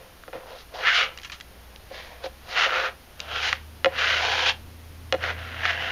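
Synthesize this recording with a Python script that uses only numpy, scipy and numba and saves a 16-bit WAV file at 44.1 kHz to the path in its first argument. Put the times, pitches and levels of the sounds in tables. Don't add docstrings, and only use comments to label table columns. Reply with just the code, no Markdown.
import sys
import numpy as np
from scipy import signal
from scipy.fft import rfft, irfft
from scipy.io import wavfile
from numba import njit

SR = 44100
rng = np.random.default_rng(int(sys.argv[2]) if len(sys.argv) > 2 else 0)


def inscribe(sig):
    pcm = np.round(np.clip(np.atleast_2d(sig).T, -1, 1) * 32767)
    wavfile.write(sys.argv[1], SR, pcm.astype(np.int16))


N = 260631
TIME = np.arange(N) / SR

# f/Hz, t60/s, level/dB
BOARD_MODES = [(322, .07, -15), (532, .07, 0), (727, .08, -8), (178, .05, -19), (470, .03, -11),
               (815, .04, -14), (1020, .06, -18)]
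# f/Hz, t60/s, level/dB
BLADE_MODES = [(1388, 0.0241, 2), (1764, 0.0076, 3.5), (2054, 0.00654, 9), (2506, 0.0252, -3),
               (2874, 0.0163, 1), (3308, 0.0109, 1.5), (4028, 0.00494, 2.5), (5200, 0.0025, -5.5)]


def undb(db):
    return 10 ** (np.asarray(db) / 20)


def unit(x):
    return x / np.sqrt(np.mean(x ** 2))


def colour(x, points):
    hz, db = np.transpose(points)
    bins = np.maximum(np.fft.rfftfreq(N, 1 / SR), 1)
    gain = undb(np.interp(np.log(bins), np.log(hz), db))
    return unit(irfft(rfft(x) * gain, N))


def walk(rate):
    knots = rng.standard_normal(4096)
    return 0.67 * np.interp(TIME * rate, np.arange(len(knots)), knots)


@njit
def resonate(x, hz, width_hz):
    y = np.empty(len(x))
    band_state, low_state = 0., 0.
    for i in range(len(x)):
        g = np.tan(np.pi * hz[i] / SR)
        damping = width_hz / hz[i]
        v = (band_state + g * (x[i] + 1e-18 - low_state)) / (1 + g * (g + damping))
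        band_state = 2 * v - band_state
        low_state += 2 * g * v
        y[i] = damping * v
    return y


def band(x, hz, q):
    return resonate(x, np.full(len(x), float(hz)), float(hz / q))


def ring(modes, scatter_db=0):
    t = TIME[:SR // 4]
    response = np.zeros(len(t))
    for hz, t60, db in modes:
        level_db = db + scatter_db * rng.standard_normal()
        response += undb(level_db - 60 * t / t60) * np.sin(2 * np.pi * hz * t)
    return response


def through(x, response):
    return signal.fftconvolve(x, response)[:N]


def add(out, s, sound, db):
    i = int(s * SR)
    out[i:i + len(sound)] += (undb(db) * sound / np.abs(sound).max())[:N - i]


def burst(t60):
    t = TIME[:SR // 4]
    return rng.standard_normal(len(t)) * undb(-60 * t / t60)


def thin(x, edge_hz=900):
    return signal.sosfilt(signal.butter(2, edge_hz, "highpass", fs=SR, output="sos"), x)


def slips(per_s, spread_db, judder_db, judder_rate):
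    hit = rng.random(N) < per_s / SR
    size = undb(spread_db * np.minimum(rng.exponential(size=N), 5))
    sign = rng.choice([-1, 1], N)
    return unit(hit * size * sign * undb(judder_db * walk(judder_rate)))


def stroke_controls():
    # full pressure t/s, attack/s per 20 dB, hold/s, release/s per 20 dB (negative: held to the end),
    # blade level/dB, board level/dB and tooth hiss level/dB relative to the blade,
    # board f/Hz, blade first f/Hz, blade second f/Hz, upper blade resonances level/dB
    pushes = [ (0.01, .03, 0.019, 0.1148, -55, 4, -14, 522, 1370, 1890, -7),
              (.335, .008, .025, .13, -43.5, 3.5, -15.5, 520, 1370, 1890, -13),
              (.49, .07, .072, .05, -49, 6.5, -6, 534, 1370, 1890, -7),
              (.59, .08, 0.0227, .04, -51, -10, 2, 540, 1370, 1890, -1.5),
              (.748, .025, 0.089, 0.1858, -47, 10, 2, 560, 1380, 1900, -2),
              (.87, .07, 0.0423, .08, -19.7, -23, -15.5, 680, 1600, 1880, -7),
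              (.955, .08, .04, .07, -23, -22, -6, 697, 1380, 2200, 3),
              (.995, 0.0473, .05, .055, -24, -12.5, -13.5, 531, 1255, 2193, -1.5),
              (1.09, .1, .02, .15, -47.5, -3, -14, 540, 1260, 2150, -2),
              (1.52, 0.0537, .3, .1, -64, 3, -14, 540, 1400, 1900, -6),
              (1.945, .06, .05, .25, -42.5, -4, -4.5, 585, 1800, 2200, -8),
              (2.12, .08, .02, .12, -53, 5, -9, 590, 1840, 2260, -6),
              (2.245, 0.0337, .018, .022, -39.5, 1, -3, 510, 1540, 2450, -7),
              (2.51, .07, .03, .08, -44, 3, 3, 580, 1380, 1943, -2),
              (2.585, .07, .06, .09, -20.3, -12, -10.5, 680, 1370, 1920, -2),
              (2.75, .15, .115, .05, -24, -7.5, -15, 540, 1330, 1450, -12.5),
              (3.215, .035, .06, 0.02, -49, 2, -6.5, 537, 1400, 2704, 0),
              (3.345, .12, 0.0436, 0.0946, -29.3, -10, -12, 640, 1400, 2710, -5),
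              (3.44, .09, 0.0498, .08, -27, -11, -4.5, 769, 1516, 2050, 1),
              (3.92, .04, .03, .1, -48, 7, -14, 530, 1530, 1800, -5),
              (3.99, .065, .06, .12, -24, -13.5, -10.5, 540, 1530, 1800, -4),
              (4.08, .08, .1, .12, -24, -11.5, -9.5, 580, 1500, 2050, 1),
              (4.23, .09, 0.2051, .08, -27, -4.5, -6.5, 780, 1653, 2400, 0.5),
              (4.47, .07, .028, .035, -23.7, -8, -4.5, 800, 1627, 2640, 4),
              (5.235, .045, 0.0603, .08, -27.3, -8, -14.5, 590, 1520, 1940, -15),
              (5.39, .04, .18, 0.45, -39, -8, -14.5, 600, 1420, 1872, -5),
              (5.66, .09, .05, .09, -24.5, -12.5, -14, 710, 1737, 1893, -6.5),
              (5.83, .2, .08, -2.4, -31.5, -8, -13.5, 738, 1580, 1906, 1)]
    sag_db_per_s = 8
    board_slope, tooth_slope = .8, 1.15
    flex_share, flex_db, flex_rate = .03, 1.5, 14
    t = TIME[::32]
    blade = board = teeth = tuning = 0
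    for at, attack, hold, release, db, board_db, tooth_db, *resonances in pushes:
        away = np.maximum((at - t) / attack, (t - at - hold) / release)
        sag_db = sag_db_per_s * (np.clip(t - at, 0, hold) - hold / 2)
        press_db = -20 * np.clip(away, 0, 6) - sag_db
        power = undb(db + press_db) ** 2
        blade = blade + power
        tuning = tuning + np.outer(resonances, power)
        board = board + undb(db + board_db + board_slope * press_db) ** 2
        teeth = teeth + undb(db + tooth_db + tooth_slope * press_db) ** 2
    level_db = 10 * np.log10(blade)
    board_rel_db = 10 * np.log10(board / blade)
    teeth_rel_db = 10 * np.log10(teeth / blade)
    controls = level_db, board_rel_db, teeth_rel_db, *(tuning / blade)
    *steady, first_hz, second_hz, upper_db = (np.interp(TIME, t, c) for c in controls)
    flex = walk(flex_rate)
    bend = 1 + flex_share * flex
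    return *steady, first_hz * bend, second_hz * bend, upper_db + flex_db * flex


def scraping():
    # f/Hz, level/dB
    board_rub = [(100, -30.5), (220, -35), (340, -13), (500, -5.5), (750, -3.5), (1050, -0.5), (1400, -23),
                 (2500, -67)]
    blade_rub = [(600, -49.5), (1100, -4), (1350, 3.5), (1750, 3), (2300, 4.5), (3100, 1.5), (3700, -5.5),
                 (4500, -30.5), (7000, -101)]
    tooth_rub = [(1800, -78.5), (3200, -3), (3900, 1.5), (5000, -4), (6200, -10), (7100, -17.5),
                 (7800, -54.5), (9200, -24.5), (14000, -78.5)]
    level_db, board_db, tooth_db, board_hz, first_hz, second_hz, upper_db = stroke_controls()
    third_hz = 2844 * (second_hz / 2007) ** 0.352
    drive = slips(per_s=4400, spread_db=2.5, judder_db=1.86, judder_rate=130)

    rub = colour(drive, blade_rub)
    upper = undb(upper_db)
    first = unit(resonate(rub, first_hz, 296.0))
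    second = np.sqrt(upper) * unit(resonate(rub, second_hz, 430.0))
    third = upper * unit(resonate(rub, third_hz, 480.0))
    blade_ring = unit(through(rub, ring(BLADE_MODES)))
    blade = unit(unit(first + second + third) + undb(-5) * rub + undb(-14) * blade_ring)

    rub = colour(drive, board_rub)
    moving = unit(resonate(rub, board_hz, 139.0))
    board_ring = unit(through(rub, ring(BOARD_MODES)))
    board = unit(rub + undb(1.5) * moving + undb(-2.5) * board_ring)

    teeth = colour(drive + undb(-1.5) * rng.standard_normal(N), tooth_rub)
    return undb(level_db) * (blade + undb(board_db) * board + undb(tooth_db) * teeth)


def knocks(build_s=0.00163, clack_q=1.185, thump_q=0.517):
    # t/s, clack peak level/dB, clack centre f/Hz, board thump peak level/dB
    contact_table = [(0.2796, -31, 1200, -32), (0.286, -37, 1100, -38), (0.3303, -29, 1600, -35),
                     (0.352, -40, 650, -27), (0.377, -45, 800, -33), (0.871, -12, 2000, -40),
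                     (0.8835, -9, 2021, -54.5), (0.897, -12, 1800, -45), (1.0174, -13, 2400, -51.5),
                     (1.911, -45.5, 2200, -29), (2.241, -26, 2500, -26.5), (2.26, -29.5, 2500, -23),
                     (2.664, -14, 2400, -20), (3.361, -16, 2400, -37), (3.5285, -4, 2200, -42),
                     (3.531, -10, 1400, -34), (3.8457, -2, 2370, -16), (3.8585, -5, 1900, -12),
                     (3.8642, -20, 2200, -14), (5.1249, -4, 3000, -15), (5.134, -22, 1400, -28),
                     (5.1418, -18, 1400, -14), (5.1484, -19.5, 2000, -22), (5.2395, -11.5, 1900, -32),
                     (5.544, -24, 1800, -41), (5.6539, -8, 1774, -33.5)]
    thump_ratio = .28
    out = np.zeros(N)
    swing = 1 - np.exp(-TIME[:SR // 4] / build_s)
    for s, clack_db, clack_hz, thump_db in contact_table:
        blade = ring(BLADE_MODES, scatter_db=2)
        board = ring(BOARD_MODES, scatter_db=1)
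        clack = blade + undb(1.5) * burst(t60=0.0122) + undb(-16.5) * burst(t60=0.051)
        add(out, s, band(thin(clack), clack_hz, clack_q), clack_db)
        add(out, s, band(swing * board, thump_ratio * clack_hz, thump_q), thump_db)
    return out


def ticks(tick_q=1.44):
    # t/s, peak level/dB, centre f/Hz, t60 of the crack/s
    snap_table = [(0.236, -31, 1760, 0.0176), (1.175, -26, 3430, 0.0077), (1.186, -29, 3020, 0.0166),
                  (1.198, -31, 2300, .015), (1.232, -29, 2800, 0.12), (1.247, -24, 2500, 0.081),
                  (1.298, -26.5, 1930, 0.0328), (1.319, -26.5, 2700, 0.15), (1.401, -28.5, 3050, 0.0088),
                  (1.409, -26, 3000, 0.0146), (1.7605, -26.5, 3670, 0.0031), (3.195, -28, 2600, .006),
                  (3.2025, -16, 3600, 0.0114)]
    out = np.zeros(N)
    for s, db, hz, t60 in snap_table:
        crack = burst(t60)
        ringing = through(crack, ring(BLADE_MODES, scatter_db=6.5))[:len(crack)]
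        tick = unit(crack) + undb(-10) * unit(ringing)
        add(out, s, band(thin(tick), hz, tick_q), db)
    return out


def peeling(at_s=1.28, length_s=0.14, db=-54, centre_hz=2900, q=1.2):
    crackle = slips(per_s=160, spread_db=4.0, judder_db=0.5, judder_rate=30)
    swell = np.exp(-((TIME - at_s) / length_s) ** 2)
    return undb(db) * swell * unit(band(thin(crackle), centre_hz, q))


def workshop(x, t60=0.205, wet_db=-17, first_s=0.0081):
    t = TIME[:SR // 2]
    tail = rng.standard_normal(len(t)) * undb(-60 * t / t60) * (t > first_s)
    return x + undb(wet_db) * through(x, tail / np.linalg.norm(tail))


def handling(at_s=4.6, length_s=0.08, db=-46):
    low_noise = [(15, -9.5), (30, 4.5), (60, -17.5), (150, -11.5), (600, -69)]  # f/Hz, level/dB
    rumble = colour(rng.standard_normal(N), low_noise)
    return undb(db) * np.exp(-((TIME - at_s) / length_s) ** 2) * rumble


def engine():
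    # t/s, level/dB
    hum_level = [(0, -67), (.6, -58), (.8, -53), (1.05, -53.5), (1.88, -46), (2.05, -50), (2.42, -47.5),
                 (2.58, -57), (2.8, -54), (3.08, -55), (3.33, -43), (3.8, -44), (4.35, -40.5), (4.75, -44),
                 (5.05, -40.5), (5.38, -37.5), (5.91, -44)]
    # t/s, firing rate f/Hz
    firing_rate = [(0.0, 57.0), (0.21, 56.5), (0.43, 53.37), (0.62, 53.5), (0.79, 58.0), (1.1, 62.78),
                   (1.79, 60.55), (2.67, 69.4), (3.31, 74.1), (4.03, 78.4), (5.81, 84.47), (5.91, 86.63)]
    # multiples of the firing rate [ratio], and their level/dB relative to the hum level
    line_orders = [1, 4 / 3, 7 / 5, 2, 3, 10 / 3]
    line_levels = [0.5, -15, -12, -20, -18.5, -20]
    # f/Hz, level/dB
    rumble_colour = [(90, -14), (150, -1), (270, 0), (400, -7), (900, -30)]
    rumble_db, rumble_db_per_hz = -53, .6
    hz = np.interp(TIME, *np.transpose(firing_rate))
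    db = np.interp(TIME, *np.transpose(hum_level))
    phase = 2 * np.pi * np.cumsum(hz) / SR
    hum = np.zeros(N)
    for order, line_db in zip(line_orders, line_levels):
        gain = undb(line_db + 3 * walk(6))
        hum += gain * np.sin(order * (phase + .18 * walk(9)))
    rumble_gain = undb(rumble_db + rumble_db_per_hz * (hz - hz.max()))
    rumble = rumble_gain * colour(rng.standard_normal(N), rumble_colour)
    return undb(db) * hum + rumble


def background():
    # f/Hz, level/dB
    room_colour = [(20, 1), (45, 3), (70, 0), (110, -4.5), (170, -7.5), (300, -10), (500, -9), (700, -10),
                   (1200, -12), (3000, -15.5), (5000, -19.5), (6800, -23.5), (7700, -37.5)]
    hiss_colour = [(7900, -49), (8400, -3.5), (9200, -0.5), (11000, 2), (14000, 0), (15300, -4)]
    room_db, hiss_db = -50.2, -59.5
    room = colour(rng.standard_normal(N), room_colour) * undb(room_db + 0.22 * walk(3.64))
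    return room + undb(hiss_db) * colour(rng.standard_normal(N), hiss_colour)


def scene(click_treble_db=-24):
    clicks = knocks() + ticks() + peeling()
    contacts = signal.sosfilt(signal.butter(10, 6800, fs=SR, output="sos"), clicks)
    treble = signal.sosfilt(signal.butter(10, 8600, "highpass", fs=SR, output="sos"), clicks)
    trowel = workshop(scraping() + contacts + undb(click_treble_db) * treble)
    mono = trowel + engine() + background() + handling()
    return np.array([mono, mono])


def record(dry):
    return signal.sosfilt(signal.ellip(8, .2, 70, 15400, fs=SR, output="sos"), dry)


dry = scene()
out = record(dry)
inscribe(out)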